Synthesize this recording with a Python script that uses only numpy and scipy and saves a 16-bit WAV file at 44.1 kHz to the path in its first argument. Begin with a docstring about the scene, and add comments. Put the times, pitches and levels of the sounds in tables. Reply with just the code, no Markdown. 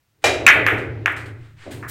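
"""A break on a large billiard table in a small, hard-walled room. Over quiet air and a faint scuff, the cue
cracks against the ball and its shaft rings. Rolling sets the table droning, a cushion thuds, and the rack
bursts in elastic collisions whose loudest clicks are flattened at their peaks. Single balls then click together
and thud into the cushions, while soft rustles and scuffs follow as the player straightens up. Near the end come
a soft wooden knock, a faint click and a last rustle."""
import sys
import numpy as np
from scipy import signal
from scipy.fft import rfft, irfft
from scipy.io import wavfile

SR = 44100
rng = np.random.default_rng(int(sys.argv[2]) if len(sys.argv) > 2 else 0)


def transcribe(u):
    """Save the signal u as a 16-bit wav file named by the first command-line argument.

    u: samples, shape (n,) or (channels, n), limited to [-1, 1]; the rate is SR.
    q: integer samples, one column per channel.
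    """
    v = np.clip(np.atleast_2d(u).T, -1, 1)
    q = np.round(v * 32767).astype(np.int16)
    wavfile.write(sys.argv[1], SR, q)


N = 83790


def undb(db):
    """Amplitude ratio of a level in decibels."""
    return 10 ** (np.asarray(db) / 20)


def unit(x):
    """Normalisation to rms 1."""
    return x / np.sqrt(np.mean(x ** 2))


def clock():
    """Time of each sample [s]."""
    return np.arange(N) / SR


def bins():
    """Frequency of each Fourier bin [Hz]."""
    return np.arange(N // 2 + 1) * SR / N


def on_log(points, hz):
    """Interpolation of (frequency, value) points on a logarithmic frequency axis."""
    p = np.array(points)
    return np.interp(np.log(hz + 1), np.log(p[:, 0]), p[:, 1])


def decay(t, t60):
    """Exponential damping: 60 dB lost in t60 seconds."""
    return np.exp(-np.log(1000) * t / t60)


def resonance(hz, width_hz):
    """Single-pole resonance with gain 1 at its centre."""
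    return 1 / (1 + 2j * (bins() - hz) / width_hz)


def noise(gain):
    """Spectrally shaped Gaussian noise, rms 1."""
    return unit(irfft(rfft(rng.standard_normal(N)) * gain, N))


def wander(rate_hz):
    """Slow random drift: low-pass noise, rms 1."""
    return noise(np.exp(-(bins() / rate_hz) ** 2))


def pulse(gain):
    """Minimum phase: the most compact causal pulse with a given spectrum, peak 1."""
    cepstrum = irfft(np.log(gain), N)
    cepstrum[1:N // 2] *= 2
    cepstrum[N // 2 + 1:] = 0
    x = irfft(np.exp(rfft(cepstrum)), N)
    return x / np.abs(x).max()


def add(out, x, start_s):
    """Superposition of a delayed sound."""
    i = int(np.clip(start_s * SR, 0, N - 1))
    out[i:] += x[:N - i]


# spectrum of the room's background (frequency [Hz], level [dB])
AIR_SPECTRUM = [(18, -40.5), (30, -14.5), (109, 0.5), (233, -17), (1220, -20.5), (1720, -19.5), (7470, -28),
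                (12600, -30.5), (16000, -26)]
def air():
    """Stationary noise: a low murmur with a faint hiss."""
    return undb(-67.5) * noise(undb(on_log(AIR_SPECTRUM, bins())))


# rubs (time [s], level [dB], attack [s], decay time T60 [s], tilt [dB/octave], cutoff [Hz])
RUBS = [(0.217, -51, 0.014, .1, -2.5, 12200), (.77, -38, 0.015, 0.31, -4.5, 14000),
        (1.118, -48.5, .002, .06, 5, 13900), (1.163, -39, 0.003, 0.36, -2.5, 12000),
        (1.255, -41.5, 0.0054, .25, -4, 13000), (1.33, -50, 0.13, 0.59, -5, 9100),
        (1.559, -44, 0.076, 0.72, -4, 8400), (1.705, -39.5, 0.012, 0.38, -0.5, 14000),
        (1.878, -32.5, .016, 0.4, 5, 18000)]
# friction spectrum before tilting (frequency [Hz], level [dB])
RUB_SPECTRUM = [(100, -16.5), (700, -13.5), (1700, 3), (4000, -3), (6000, -9.5), (8500, -4), (10500, -11.5),
                (16000, -9)]
def scuffs():
    """Sliding friction radiates broadband noise that swells and dies away."""
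    out, t = np.zeros(N), clock()
    for start, db, attack, t60, tilt_db, top_hz in RUBS:
        spectrum = undb(on_log(RUB_SPECTRUM, bins()) + tilt_db * np.log2(bins() + 1))
        rub = noise(spectrum / np.hypot(1, (bins() / top_hz) ** 4))
        envelope = np.minimum(t / attack, 1) * decay(np.maximum(t - attack, 0), t60)
        add(out, undb(db) * envelope * rub, start)
    return out


# spectrum of the tip's impact (frequency [Hz], level [dB])
TIP_SPECTRUM = [(40, -28.5), (200, -16), (400, 3.5), (650, 7.5), (850, -5), (1050, -8), (1800, -0.5),
                (2800, 1), (4500, -11.5), (7000, -12.5), (10000, -19), (16000, -34)]
# modes of the cue shaft (frequency [Hz], level [dB], decay time T60 [s])
SHAFT_MODES = [(830, 0, .14), (1179, -3, .2), (1625, -4, .22), (1879, -1, .26), (2392, 4.5, .37),
               (2420, -5, .42), (2950, -8, .36), (3849, -6, .45), (3905, -10, .55), (5582, -16, .29),
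               (6450, -15, .3), (7500, -16, .25)]
def cue():
    """Impact excitation: the tip knocks the ball, the shaft rings and the ball thumps on the slate."""
    out = np.zeros(N)
    knock = room(pulse(undb(on_log(TIP_SPECTRUM, bins()))), walls(), wet_db=16.5)
    shaft = modes(SHAFT_MODES)
    thump = modes([(800, -6, 0.032)])
    add(out, undb(-6) * knock + undb(-18.5) * shaft + thump, start_s=0.2405)
    return out


ROOM_BUILD_S = 0.0013
def modes(table):
    """Free vibration: a sum of damped sinusoids, swelling briefly as the room takes them up."""
    t = clock()
    ringing = sum(undb(db) * np.sin(2 * np.pi * hz * t) * decay(t, t60) for hz, db, t60 in table)
    return ringing * (1 - np.exp(-t / ROOM_BUILD_S))


# decay of the room (frequency [Hz], reverberation time T60 [s])
REVERB_TIMES = [(60, 1), (300, 0.89), (800, 0.49), (2000, 0.57), (4000, 0.42), (8000, 0.35), (16000, 0.23)]
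# colour of the reverberation (frequency [Hz], level [dB])
REVERB_SPECTRUM = [(100, -2), (1000, 2.5), (2100, -2.5), (3100, -4), (5000, 3), (9000, -0.5), (16000, -0.5)]
def walls():
    """Diffuse reverberation with energy 1; absorption removes the treble first."""
    t, tail = clock(), 0
    hiss = rfft(rng.standard_normal(N)) * undb(on_log(REVERB_SPECTRUM, bins()))
    centres = np.geomspace(60, 16000, 9)
    for hz, pick in zip(centres, np.eye(len(centres))):
        band = irfft(hiss * on_log(np.c_[centres, pick], bins()), N)  # triangular passband
        tail = tail + band * decay(t, on_log(REVERB_TIMES, hz))
    return unit(tail * (1 - np.exp(-t / ROOM_BUILD_S))) / np.sqrt(N)


def scatter(spread_s):
    """Scattering: a short cluster of reflections with energy 1."""
    t = clock()
    return unit(rng.standard_normal(N) * t * np.exp(-2 * t / spread_s)) / np.sqrt(N)


CEILING_CUTOFF_HZ = 3466
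def room(x, tail, wet_db):
    """Multipath propagation: direct sound, scatter from slate and rails, a dull ceiling echo, the tail."""
    response = undb(wet_db) * tail + undb(-3.5) * scatter(spread_s=0.002)
    ceiling = irfft(rfft(scatter(spread_s=0.00067)) * resonance(0, 2 * CEILING_CUTOFF_HZ), N)
    add(response, undb(-4.5) * ceiling, start_s=0.02)
    return x + signal.fftconvolve(x, response)[:N]


# modes of the table body (frequency [Hz], level [dB])
TABLE_MODES = [(86, -4.5), (112.5, 3), (142, -8)]
# course of the rolling (time [s], drone level [dB], rumble level [dB])
ROLL_LEVELS = [(0, -109, -111), (0.223, -68, -64), (0.251, -33, -30), (.45, -40, -31.5), (.6, -32.5, -30),
               (.88, -32.5, -39.5), (1.001, -32.5, -39), (1.3, -38, -42.5), (1.45, -41.5, -56.5),
               (1.609, -48.5, -73.5), (1.67, -57.5, -39.5), (1.742, -33.5, -37), (1.9, -35.5, -44)]
# spectrum of balls on cloth (frequency [Hz], level [dB])
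RUMBLE_SPECTRUM = [(25, -14.5), (50, -9), (110, 6.5), (190, -19.5), (290, 5), (400, 1.5), (560, -10),
                   (800, -13), (1500, -22), (4000, -32.5), (16000, -66)]
WANDER_HZ, FLUTTER_DB, DRIFT_RATE_HZ = 4.8, 3, 11
def rolling():
    """Forced vibration: balls rumble over the cloth and keep the table's low modes droning and beating."""
    times, drone_db, rumble_db = np.array(ROLL_LEVELS).T
    t, drone = clock(), 0
    for hz, db in TABLE_MODES:
        phase = 2 * np.pi * np.cumsum(hz + WANDER_HZ * wander(DRIFT_RATE_HZ)) / SR
        drone = drone + undb(db + FLUTTER_DB * wander(DRIFT_RATE_HZ)) * np.sin(phase)
    drone = unit(drone) * undb(np.interp(t, times, drone_db))
    rumble = noise(undb(on_log(RUMBLE_SPECTRUM, bins())))
    return drone + rumble * undb(np.interp(t, times, rumble_db))


# ball against cushion (time [s], level [dB], hardness [frequency ratio])
CUSHION_HITS = [(.405, 2.5, 0.92), (.555, 9, 1.074), (.585, 5, 0.845), (.722, 7.5, 0.85),
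                (0.751, -0.5, 0.69), (0.876, -10.5, 0.6), (1.121, -10.5, 1.08), (1.273, -14, 0.6),
                (1.665, -12, 1.1)]
# spectrum of a blow on rubber (frequency [Hz], level [dB])
CUSHION_SPECTRUM = [(40, -19), (110, 7.5), (180, -10.5), (300, -4.5), (550, 6.5), (750, -6.5),
                    (1200, -13.5), (3000, -45.5), (16000, -73)]
THUD_DB = -24
def cushions():
    """Compliant impact: rubber lengthens the contact, softening each blow to a dull thud."""
    out, tail = np.zeros(N), walls()
    for start, db, hardness in CUSHION_HITS:
        thud = pulse(undb(on_log(CUSHION_SPECTRUM, bins() / hardness)))
        add(out, undb(THUD_DB + db) * room(thud, tail, wet_db=6.5), start)
    return out


# ball against ball (time [s], level [dB], hardness [frequency ratio], treble shelf [dB],
# reverberation [dB], high ring [dB], rattle [dB])
COLLISIONS = [(.4655, 14.5, 1.113, 8.5, -6, 3.5, -5.5), (0.4671, 11.5, 1.06, 2, -5, 8, 1.5),
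              (0.469, 9.5, 1.023, 2, 0.5, -2, 0), (0.479, 12.5, 0.96, -0.5, -11, 0, -4),
              (0.4846, 7.5, 1.06, -1.5, -1, -9, 0), (0.4918, 4.5, 1.1, -10, -7.5, 2, 0.5),
              (0.504, 0, 1.02, -6.5, -15, -6, 2.5), (0.6654, 5.5, 1.005, -0.5, 0, 1.5, -13),
              (1.0595, 5, 0.98, -2, -5, -5, -21), (1.8276, -20.5, 0.79, -5, 4.5, -12, -26)]
# spectrum of one contact (frequency [Hz], level [dB])
CONTACT_SPECTRUM = [(40, -36), (200, -32), (700, -14.5), (1000, -11), (1450, -0.5), (2200, 0.5),
                    (2900, -7.5), (3500, -16), (4500, -40), (6500, -37), (9000, -35), (16000, -54.5)]
CLICK_DB, CLICK_ROOM_DB, RING_DB, SHELF_HZ = -3, 5, -28, 4800
def balls():
    """Elastic collision: a click with a faint ring; the pulse rattles to and fro between touching balls."""
    out, tail = np.zeros(N), walls()
    ring = np.abs(resonance(hz=11950, width_hz=1500)) ** 2
    rattle = np.abs(resonance(hz=2310, width_hz=1000)) ** 2
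    shelf = .5 + .5 * np.tanh(2 * np.log2((bins() + 1) / SHELF_HZ))
    for start, db, hardness, treble_db, room_db, ring_db, rattle_db in COLLISIONS:
        contact = undb(on_log(CONTACT_SPECTRUM, bins() / hardness) + treble_db * shelf)
        contact *= 1 + undb(rattle_db) * rattle
        click = pulse(np.hypot(contact, undb(RING_DB + ring_db) * ring))
        add(out, undb(CLICK_DB + db) * room(click, tail, CLICK_ROOM_DB + room_db), start)
    return out


# modes of knocked wood (frequency [Hz], level [dB], decay time T60 [s])
WOOD_MODES = [(200, -8, 1.4), (253, -5, .9), (383, -3, .5), (432, -5, .2), (511, -4, .22), (567, 1, .22),
              (640, 0, .22), (721, -8, .25)]
def wood():
    """Modal decay after a soft knock: the lowest mode is least damped and lingers."""
    out = np.zeros(N)
    add(out, undb(-37) * modes(WOOD_MODES), start_s=1.665)
    return out


def scene():
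    """Linear superposition of all sources in one channel."""
    return (air() + scuffs() + cue() + rolling() + cushions() + balls() + wood())[None]


OVERLOAD_KNEE, TOP_HZ = 5, 16000
def record(dry):
    """Soft limiting and band limiting: the loudest peaks are flattened and the top is cut."""
    squashed = dry / (1 + np.abs(dry) ** OVERLOAD_KNEE) ** (1 / OVERLOAD_KNEE)
    lowpass = signal.ellip(8, .2, 70, TOP_HZ, fs=SR, output="sos")
    return signal.sosfilt(lowpass, squashed)


dry = scene()
out = record(dry)
transcribe(out)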